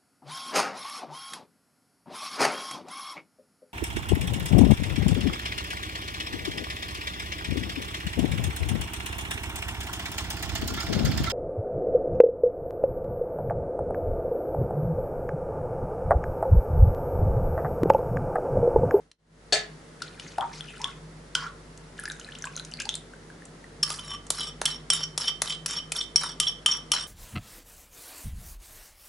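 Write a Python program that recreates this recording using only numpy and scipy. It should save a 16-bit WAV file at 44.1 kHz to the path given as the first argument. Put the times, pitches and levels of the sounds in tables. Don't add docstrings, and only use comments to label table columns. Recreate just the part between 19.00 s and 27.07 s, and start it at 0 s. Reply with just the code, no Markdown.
import sys
import numpy as np
from scipy import signal
from scipy.fft import rfft, irfft, next_fast_len
from scipy.io import wavfile
from scipy.ndimage import uniform_filter1d

SR = 44100
rng = np.random.default_rng(int(sys.argv[2]) if len(sys.argv) > 2 else 0)


def elevation(decibels):
    levels = np.asarray(decibels, float)
    return 10 ** (levels / 20)


def unload_audio(sound):
    columns = np.transpose(np.atleast_2d(sound))
    steps = np.round(np.clip(columns, -1, 1) * 32767)
    wavfile.write(sys.argv[1], SR, steps.astype(np.int16))


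N = 355887


def evened(x):
    return x / np.sqrt(np.mean(x ** 2) + 1e-20)


def read(points, hz):
    f, value = np.transpose(points)
    return np.interp(np.log(hz + 1), np.log(f + 1), value)


def curve(rows):
    return elevation(np.interp(np.arange(N) / SR, *np.transpose(rows), -120, -120))


def add(mix, start_s, sound, pan_db=0):
    part = mix[:, round(start_s * SR):][:, :len(sound)]
    part += sound[:part.shape[1]] * elevation(np.array([[pan_db / 2], [-pan_db / 2]]))


def coloured(x, points):
    length = x.shape[-1]
    size = next_fast_len(length)
    gain = elevation(read(points, np.fft.rfftfreq(size, 1 / SR)))
    return evened(irfft(rfft(x, size) * gain, size)[..., :length])


def resonate(x, hz, width_hz):
    turn = np.exp(2j * np.pi * np.cumsum(hz * np.ones(len(x))) / SR)
    r = np.exp(-np.pi * width_hz / SR)
    return 2 * (turn * signal.lfilter([1 - r], [1, -r], x / turn)).real


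def patchy(x, patch_db):
    z = signal.stft(x, nperseg=128)[2]
    field = uniform_filter1d(rng.standard_normal(z.shape), size=4, axis=0)
    field = uniform_filter1d(field, size=9, axis=1)
    return evened(signal.istft(z * elevation(patch_db * evened(field)), nperseg=128)[1][:len(x)])


def ring(modes, colour_db=0, spread=0.0034, luck_db=2.5):
    hz, db, t60_s = np.transpose(modes)[:, :, None]
    t = np.arange(SR // 2) / SR
    chance = rng.standard_normal((len(modes), 2))
    turns = hz * (1 + spread * chance[:, :1]) * t
    shake = .08 + .36 * np.exp(-t / .06)
    smooth = SR // 100
    wander = uniform_filter1d(rng.standard_normal((2, len(modes), len(t))), size=smooth)
    height, phase = shake * wander * np.sqrt(smooth)
    decay = elevation(db + colour_db + luck_db * chance[:, 1:] - 60 * t / t60_s)
    return (decay * (1 + height) * np.sin(2 * np.pi * turns + phase)).sum(0)


def crack(t60_s, low_db, corner_hz=2200, rise_s=0.00076):
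    t = np.arange(2000) / SR
    burst = rng.standard_normal(len(t)) * elevation(-60 * t / t60_s) * np.minimum(t / rise_s, 1)
    click = np.pad(np.hanning(20), (100, len(t) - 120))
    high = signal.sosfilt(signal.butter(2, corner_hz, "high", fs=SR, output="sos"), burst)
    low = signal.sosfilt(signal.butter(2, corner_hz, "low", fs=SR, output="sos"), click)
    low = low - uniform_filter1d(low, size=85)
    return high / abs(high).max() + elevation(low_db) * low / abs(low).max()


def bubble(hz, cycles, rise=0.023):
    u = np.arange(1500) / SR * hz / max(cycles, 1)
    tone = np.sin(2 * np.pi * cycles * u * (1 + rise * u))
    return tone * np.tanh(22.0 * u) * np.exp(-3.2 * u ** 2.03)


def crackle(per_s, scatter_db):
    size = elevation(scatter_db * np.minimum(rng.exponential(1, N), 4)) * rng.standard_normal(N)
    return evened(size * (rng.random(N) < per_s / SR))


def wet_noise(length_s, db, start_hz, end_hz, width_hz, tone=0):
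    u = np.linspace(0, 1, round(length_s * SR))
    hz = start_hz + (end_hz - start_hz) * u
    pocket = resonate(resonate(rng.standard_normal(len(u)), hz, width_hz), hz, width_hz)
    pocket = patchy(pocket, 5.3) + tone * np.sin(2 * np.pi * np.cumsum(hz) / SR)
    rise_share, fall_share, sag_db = 0.062, 0.11, -5.5
    shape = np.minimum(np.minimum(u / rise_share, (1 - u) / fall_share), 1)
    return elevation(db + sag_db * u) * evened(pocket) * shape


# (frequency [Hz], relative density [dB])
AIR_SPECTRUM = [(30, -23), (120, -36), (200, -8.5), (450, -8.5), (670, -14.5), (1100, -17), (2050, -19),
                (2400, -25), (5000, -26), (10500, -32.5)]
# (frequency [Hz], correlation [-1..1])
AIR_LIKENESS = [(60, 0.32), (300, 0.9), (900, 0.12), (11800, 0.35)]
# (frequency [Hz], rms level [dB], waver width [Hz])
FAN_TONES = [(48.5, -55, .5), (97, -63, 2.), (157, -51, 9.), (243, -63, 6.), (455, -65, 8.),
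             (1319, -73, 12.)]


def fan():
    air_db = -50.5
    shared, other = rfft(rng.standard_normal((2, N)))
    same = np.clip(read(AIR_LIKENESS, np.fft.rfftfreq(N, 1 / SR)), -1, 1)
    air = irfft([shared, same * shared + np.sqrt(1 - same ** 2) * other], N)
    hum, t = np.zeros(N), np.arange(N) / SR
    for hz, db, width_hz in FAN_TONES:
        pole = np.exp(-np.pi * width_hz / SR)
        real, imag = signal.lfilter([1], [1, -pole], rng.standard_normal((2, N)))
        steady = 2.7 / width_hz ** .7
        wander = evened(real) + 1j * evened(imag) + steady
        hum += elevation(db) * evened((wander * np.exp(2j * np.pi * hz * t)).real)
    return elevation(air_db) * coloured(air, AIR_SPECTRUM) + hum


# (time [s], level [dB], frequency [Hz])
TICK_EVENTS = [(0.1147, -9, 3950), (1.0202, -12.5, 4370), (1.197, -15.5, 2920), (1.3823, -17, 1410),
               (1.816, -17, 5400), (1.8424, -17, 5500), (2.3505, -5, 5230), (2.775, -27.5, 6980),
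               (2.997, -18, 9700), (3.036, -21, 10100), (3.055, -15.5, 5130), (3.085, -18, 11200),
               (3.118, -16.5, 6200), (3.1973, -19, 6700), (3.3503, -27, 5060), (3.3866, -25, 7000),
               (3.4532, -18, 7500), (3.576, -19, 4030), (3.649, -20, 6430), (3.714, -26, 6000),
               (3.8004, -11.5, 5260), (3.819, -16, 6840), (3.854, -14.5, 4800), (3.891, -8.5, 5650),
               (3.9528, -11, 8040), (4.4532, -25.5, 7300), (5.267, -25, 7000)]


def ticks():
    mix = np.zeros((2, N))
    for s, db, hz in TICK_EVENTS:
        snap = resonate(crack(0.019, -53, 1050), hz, 1600)
        snap = snap[:1500] / abs(snap).max()
        add(mix, s, elevation(db) * (0.23 * bubble(hz, 8.4) + 0.33 * snap))
    return mix


# (frequency [Hz], t60 [s])
ROOM_T60 = [(300, 0.035), (1000, 0.39), (3000, 0.29), (11000, 0.16)]


def kitchen(x):
    taps = np.zeros((2, SR // 2))
    grid = np.arange(80, SR // 2 - 20, 20)
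    at = grid + rng.integers(0, 20, (2, len(grid)))
    np.put_along_axis(taps, at, rng.choice([-1., 1.], at.shape), 1)
    taps[1] = 0.5 * taps[0] + 1.37 * taps[1]
    hz, t, z = signal.stft(taps, SR, nperseg=256)
    tail = signal.istft(z * elevation(-60 * t / read(ROOM_T60, hz)[:, None]), SR, nperseg=256)[1]
    return signal.fftconvolve(x, tail / np.linalg.norm(tail[0]), axes=1)[:, :N]


# (frequency [Hz], relative density [dB])
CLUNK_SPECTRUM = [(150, -34), (350, -28), (700, -8), (976, -30.5), (1700, -10), (2600, -19), (7000, -17),
                  (11000, -39)]
# (frequency [Hz], relative level [dB], t60 [s])
COUNTER_MODES = [(424, -5, 0.37), (673, -5.5, 0.27), (1307, -11, 0.22), (1714, -1.5, 0.2),
                 (1946, -16, 0.13), (2390, -8, 0.28), (4430, 3, .07)]


def set_down():
    start_s, pan_db = .524, 2.5
    clunk_db, clunk_t60_s, ring_db = -15, 0.15, -23
    mix, t = np.zeros((2, N)), np.arange(SR // 3) / SR
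    clunk = patchy(coloured(rng.standard_normal(len(t)), CLUNK_SPECTRUM), 4.)
    clunk = clunk * elevation(-60 * t / clunk_t60_s) * np.minimum(t / 0.0034, 1)
    add(mix, start_s, elevation(clunk_db) * clunk, pan_db)
    add(mix, start_s, elevation(ring_db) * ring(COUNTER_MODES, spread=0, luck_db=3.0), pan_db)
    return mix


# (time [s], level [dB])
STIR_LEVEL = [(1.0, -57), (1.25, -58.5), (1.9, -48.5), (2.0, -68)]
# (time [s], level [dB])
POUR_LEVEL = [(2.97, -48), (3.0, -51.5), (3.9, -61), (4.02, -67)]


def wet_crackle():
    fizz = np.zeros(N)
    for hz in np.geomspace(1400, 10000, 12):
        bursts = crackle(per_s=160, scatter_db=3)
        fizz += signal.oaconvolve(bursts, bubble(hz, 9.7, 0.048))[:N]
    return evened(fizz) * (curve(STIR_LEVEL) + curve(POUR_LEVEL))


# (time [s], level [dB], start frequency [Hz])
PLOP_EVENTS = [(1.019, -27, 1410), (1.384, -23.5, 820), (1.409, -25.5, 3230), (1.608, -24.5, 3270),
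               (1.843, -13.5, 3320), (2.352, -10.5, 3090), (2.353, -19, 1456), (2.991, -28, 1660),
               (3.037, -32.5, 1410), (3.055, -26.5, 1640), (3.078, -27, 1720), (3.1, -29.5, 1570),
               (3.111, -29.5, 1550), (3.1, -26.5, 3760), (3.213, -36.5, 2970), (3.246, -33, 4030),
               (3.288, -33.5, 1720), (3.423, -25, 5950), (3.441, -24, 1560), (3.455, -35, 1000),
               (3.471, -31.5, 1070), (3.59, -36.5, 3260), (3.772, -34, 4200), (3.556, -33.5, 4040),
               (3.565, -20.5, 6350), (3.573, -36, 1390), (3.6, -35.5, 1486), (3.597, -25.5, 3950),
               (3.721, -34.5, 2870), (3.738, -24, 4500), (3.804, -27.5, 1590), (3.854, -40, 810),
               (3.868, -36, 864), (3.891, -14, 3360), (3.941, -22, 3520), (4.136, -38, 1520),
               (4.301, -39, 1570), (4.421, -40, 1760), (4.642, -39, 1870)]


def plops():
    mix = np.zeros((2, N))
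    for s, db, hz in PLOP_EVENTS:
        add(mix, s, elevation(db) * bubble(hz, cycles=14.2))
        add(mix, s, elevation(db - 4.0) * crack(0.0037, -23, 650))
    return mix


# (time [s], length [s], level [dB], frequency [Hz], width [Hz])
WET_BURST_EVENTS = [(1.02, 0.081, -47.5, 3920, 5000), (1.19, 0.16, -49, 3400, 3900),
                    (1.528, 0.088, -45.5, 4800, 3800), (2.351, 0.15, -44, 4170, 4000),
                    (3.799, 0.028, -35, 2670, 1540)]


def wet_bursts():
    mix = np.zeros((2, N))
    for s, length_s, db, hz, width_hz in WET_BURST_EVENTS:
        add(mix, s, wet_noise(length_s, db, hz, hz, width_hz))
    return mix


# (time [s], length [s], level [dB], start frequency [Hz], end frequency [Hz])
GURGLE_EVENTS = [(1.379, 0.09, -29, 706, 947), (1.412, 0.032, -31, 956, 1356),
                 (1.68, 0.053, -45, 2676, 2600), (1.795, 0.095, -38.5, 830, 1180),
                 (2.354, 0.13, -36.5, 1490, 1390), (2.355, 0.17, -43.5, 1090, 1158),
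                 (3.886, 0.09, -41.5, 3260, 4310)]


def gurgles():
    mix = np.zeros((2, N))
    for s, length_s, db, start_hz, end_hz in GURGLE_EVENTS:
        width_hz = 0.26 * start_hz
        add(mix, s, wet_noise(length_s, db, start_hz, end_hz, width_hz, tone=1.0))
    return mix


# (time [s], level [dB], start frequency [Hz], rise factor)
CHIRP_EVENTS = [(3.321, -37, 2670, 0.37), (3.352, -34.5, 2600, 0.35), (3.441, -35, 2660, 0.65),
                (3.47, -35.5, 2360, 0.22), (3.789, -36, 1900, .6)]


def chirps():
    mix = np.zeros((2, N))
    for s, db, hz, rise in CHIRP_EVENTS:
        add(mix, s, elevation(db) * bubble(hz, 26.7, rise))
    return mix


# (time [s], left over right [dB])
SAUCE_PAN = [(1.4, 2.5), (1.85, 2.5), (2.35, 0.5), (3., 1.5)]


def sauce_and_ticks():
    wet = ticks() + wet_crackle() + plops() + wet_bursts() + gurgles() + chirps()
    side_db = np.interp(np.arange(N) / SR, *np.transpose(SAUCE_PAN)) / 2
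    return wet * elevation(np.array([side_db, -side_db]))


# (frequency [Hz], relative level [dB], t60 [s])
BOWL_MODES = [(1206, -23, 0.26), (2380, -34, 0.038), (3095, -10, 0.19), (3365, -14, 0.08),
              (5590, -10, 0.057), (5570, -5, 0.056), (8580, -21, 0.11), (10910, -24, 0.032)]


def bowl_at(s):
    clean_s, drop_per_s, damping_per_s = 8.7, 0.002, 0.12
    left_s = max(clean_s - s, 0)
    return np.array(BOWL_MODES) * [1 - drop_per_s * left_s, 1, 1 / (1 + damping_per_s * left_s)]


# (time [s], level [dB], frequency [Hz])
SWELL_EVENTS = [(4.832, -2.5, 5250), (4.917, -22, 3480), (4.989, -22.5, 3470), (5.144, -27, 3100),
                (5.408, -16, 3230), (5.657, -6, 3340), (5.7122, -25, 5200), (5.9286, -5, 9900),
                (6.0343, -10.5, 5400), (6.213, -12, 5200), (6.276, -10.5, 3000), (6.29, -31, 3060),
                (6.4713, -14.5, 3970), (6.4997, -13.5, 3230), (6.521, -13, 3500), (6.7859, -17.5, 3013),
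                (6.9595, -11.5, 3600), (6.988, -18, 5600), (7.008, -8, 3540), (7.429, -11, 3240),
                (7.471, -10, 3365), (7.479, -15, 5580), (7.7151, -8, 5575), (7.722, -16, 3095)]


def ringing_swells():
    lead_s, chatter_db, ring_db = .004, -23.5, 5.5
    pick_db, pick_octaves = 13, .1
    mix, mode_hz = np.zeros((2, N)), np.array(BOWL_MODES)[:, :1]
    swell = np.minimum(np.arange(SR // 2) / SR / 0.0061, 1)
    for s, db, hz in SWELL_EVENTS:
        chatter = rng.standard_normal(800) * signal.windows.hann(800) ** 7.5
        chatter = evened(resonate(chatter, hz, 270)) + 0.49 * np.gradient(chatter)
        add(mix, s - lead_s, elevation(db + chatter_db) * chatter)
        apart = abs(np.log2(mode_hz / hz))
        colour_db = -6. * apart - pick_db * np.minimum(apart / pick_octaves, 1)
        add(mix, s - lead_s, elevation(db + ring_db) * swell * ring(bowl_at(s), colour_db))
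    return mix


# (time [s], crack level [dB], crack low part re crack [dB], ring re crack [dB],
#              ring tilt [dB per octave])
TAP_EVENTS = [(4.831, -7.5, -39, -22, -13.5), (4.9027, -12, -12.5, -24, -18), (5.3031, -5, -12, -28, -6),
              (5.615, -14.5, 2, -30, -4), (5.655, -3.5, -36, -17, -4.5), (5.902, -6, -18, -3, 3),
              (6.177, -8, -13.5, -27, 19), (6.4186, -4.5, -10.5, -35.5, -13), (6.6606, -9, -20, -29, 21),
              (6.9194, -8, -16.5, -40, -0.5), (7.1593, -8.5, -49, -3.5, 7), (7.3999, -4.5, -54, -6.5, -0.5),
              (7.661, -4.5, -44, -5, -1), (7.9179, -6, -42, -5, -2)]
# (time [s], left over right [dB])
TAP_PAN = [(5.3, 0.3), (7.7, 2)]


def taps():
    tilt_hz = 3200
    mix, mode_hz = np.zeros((2, N)), np.array(BOWL_MODES)[:, :1]
    octaves = np.clip(np.log2(mode_hz / tilt_hz), -1.4, .8)
    for s, db, low_db, ring_db, tilt_db in TAP_EVENTS:
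        pan_db = np.interp(s, *np.transpose(TAP_PAN))
        add(mix, s, elevation(db) * crack(0.021, low_db, rise_s=0.00051), pan_db)
        add(mix, s, elevation(db + ring_db) * ring(bowl_at(s), tilt_db * octaves), pan_db)
    return mix


def stroke_level(db, length, top, first_db, last_db):
    u = np.linspace(0, 1, length)
    bend_db = np.interp(u, (0, np.clip(top, .02, .98), 1), (first_db, 0, last_db))
    return elevation(db + bend_db) * signal.windows.tukey(length, .2)


# (start [s], length [s], hiss level [dB], ring drive [dB],
#                                 hardest press [share of length])
STROKE_EVENTS = [(4.854, 0.2, -35.5, -51, 0.47), (5.019, 0.14, -45, -25.5, 1),
                 (5.326, 0.19, -34, -24, 0.45), (5.665, 0.11, -33.5, -25.5, 0.37),
                 (5.916, 0.14, -28, -19, 0.14), (6.193, 0.12, -35, -18, 0.83),
                 (6.431, 0.13, -37, -25.5, 0.63), (6.673, 0.12, -34, -19.5, 1),
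                 (6.944, .11, -31, -33, 0.24), (7.175, 0.16, -33, -23, 0.5),
                 (7.418, 0.11, -43, -27.5, 0.71), (7.674, 0.12, -32, -21, 0.11),
                 (7.928, 0.12, -27.5, -18, 0.12)]
# (frequency [Hz], relative density [dB])
RASP_SPECTRUM = [(400, -22), (1200, 6.5), (2400, -4.5), (3600, -13.5), (4500, 4), (6500, 4), (9000, -3),
                 (10800, 2)]


def strokes():
    hollow_start_hz, hollow_end_hz, hollow_width_hz, hollow_db = 4100, 3297, 304, -17.5
    body_db, pressed = -9.5, .85
    mix = np.zeros((2, N))
    for s, length_s, hiss_db, ring_db, top in STROKE_EVENTS:
        length = round(length_s * SR)
        hiss = stroke_level(hiss_db, length, top, 0, -18)
        sing = stroke_level(ring_db, length, top, -15, -12.5)
        grip = elevation(4.5 * evened(uniform_filter1d(rng.standard_normal(length), 130)))
        slips = grip * rng.standard_normal(length) * elevation(2.57 * rng.exponential(1, length))
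        slips = evened(slips)
        hz = np.geomspace(hollow_start_hz * rng.uniform(.9, 1.1), hollow_end_hz, length)
        hollow = evened(resonate(resonate(slips, hz, hollow_width_hz), hz, hollow_width_hz))
        rasp = patchy(coloured(slips, RASP_SPECTRUM), 5.2)
        add(mix, s, hiss * rasp + elevation(hollow_db) * sing * hollow)
        body = evened(ring(bowl_at(s) * [1, 1, pressed])) / np.sqrt(SR // 2)
        add(mix, s, elevation(body_db) * signal.fftconvolve(sing * slips, body))
    return mix


# (time [s], level [dB])
FADE_LEVEL = [(0, -8), (.1, -17), (.175, -38), (.2, -25), (.35, -9), (.45, -4), (.6, 0)]


def scene():
    wet, clank = sauce_and_ticks(), set_down()
    bowl = ringing_swells() + taps() + strokes()
    echo = kitchen(elevation(-10.5) * wet + elevation(-10.0) * bowl + elevation(-5.5) * clank)
    fade = elevation(np.interp(np.arange(N) / SR, *np.transpose(FADE_LEVEL)))
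    return (wet + bowl + clank + echo + fan()) * fade


def band_limit(x):
    return signal.sosfilt(signal.butter(12, 12430, fs=SR, output="sos"), x)


def record(dry):
    edge_hz, top_db, gate_db = 11150, -9.5, -43
    band = signal.firwin(401, edge_hz, window=("kaiser", 6), fs=SR)
    skirt = signal.firwin(41, 12000, window=("kaiser", 3.), fs=SR)
    low = signal.oaconvolve(dry, band[None], "same")
    wide = signal.oaconvolve(dry, skirt[None], "same")
    top = signal.sosfilt(signal.butter(6, edge_hz, "high", fs=SR, output="sos"), wide)
    power = abs(uniform_filter1d(top ** 2, size=256))
    gate = (power / (power + elevation(gate_db) ** 2)) ** 2
    mix = low + elevation(top_db) * top * gate
    return band_limit(mix)


dry = scene()
out = record(dry)
unload_audio(out)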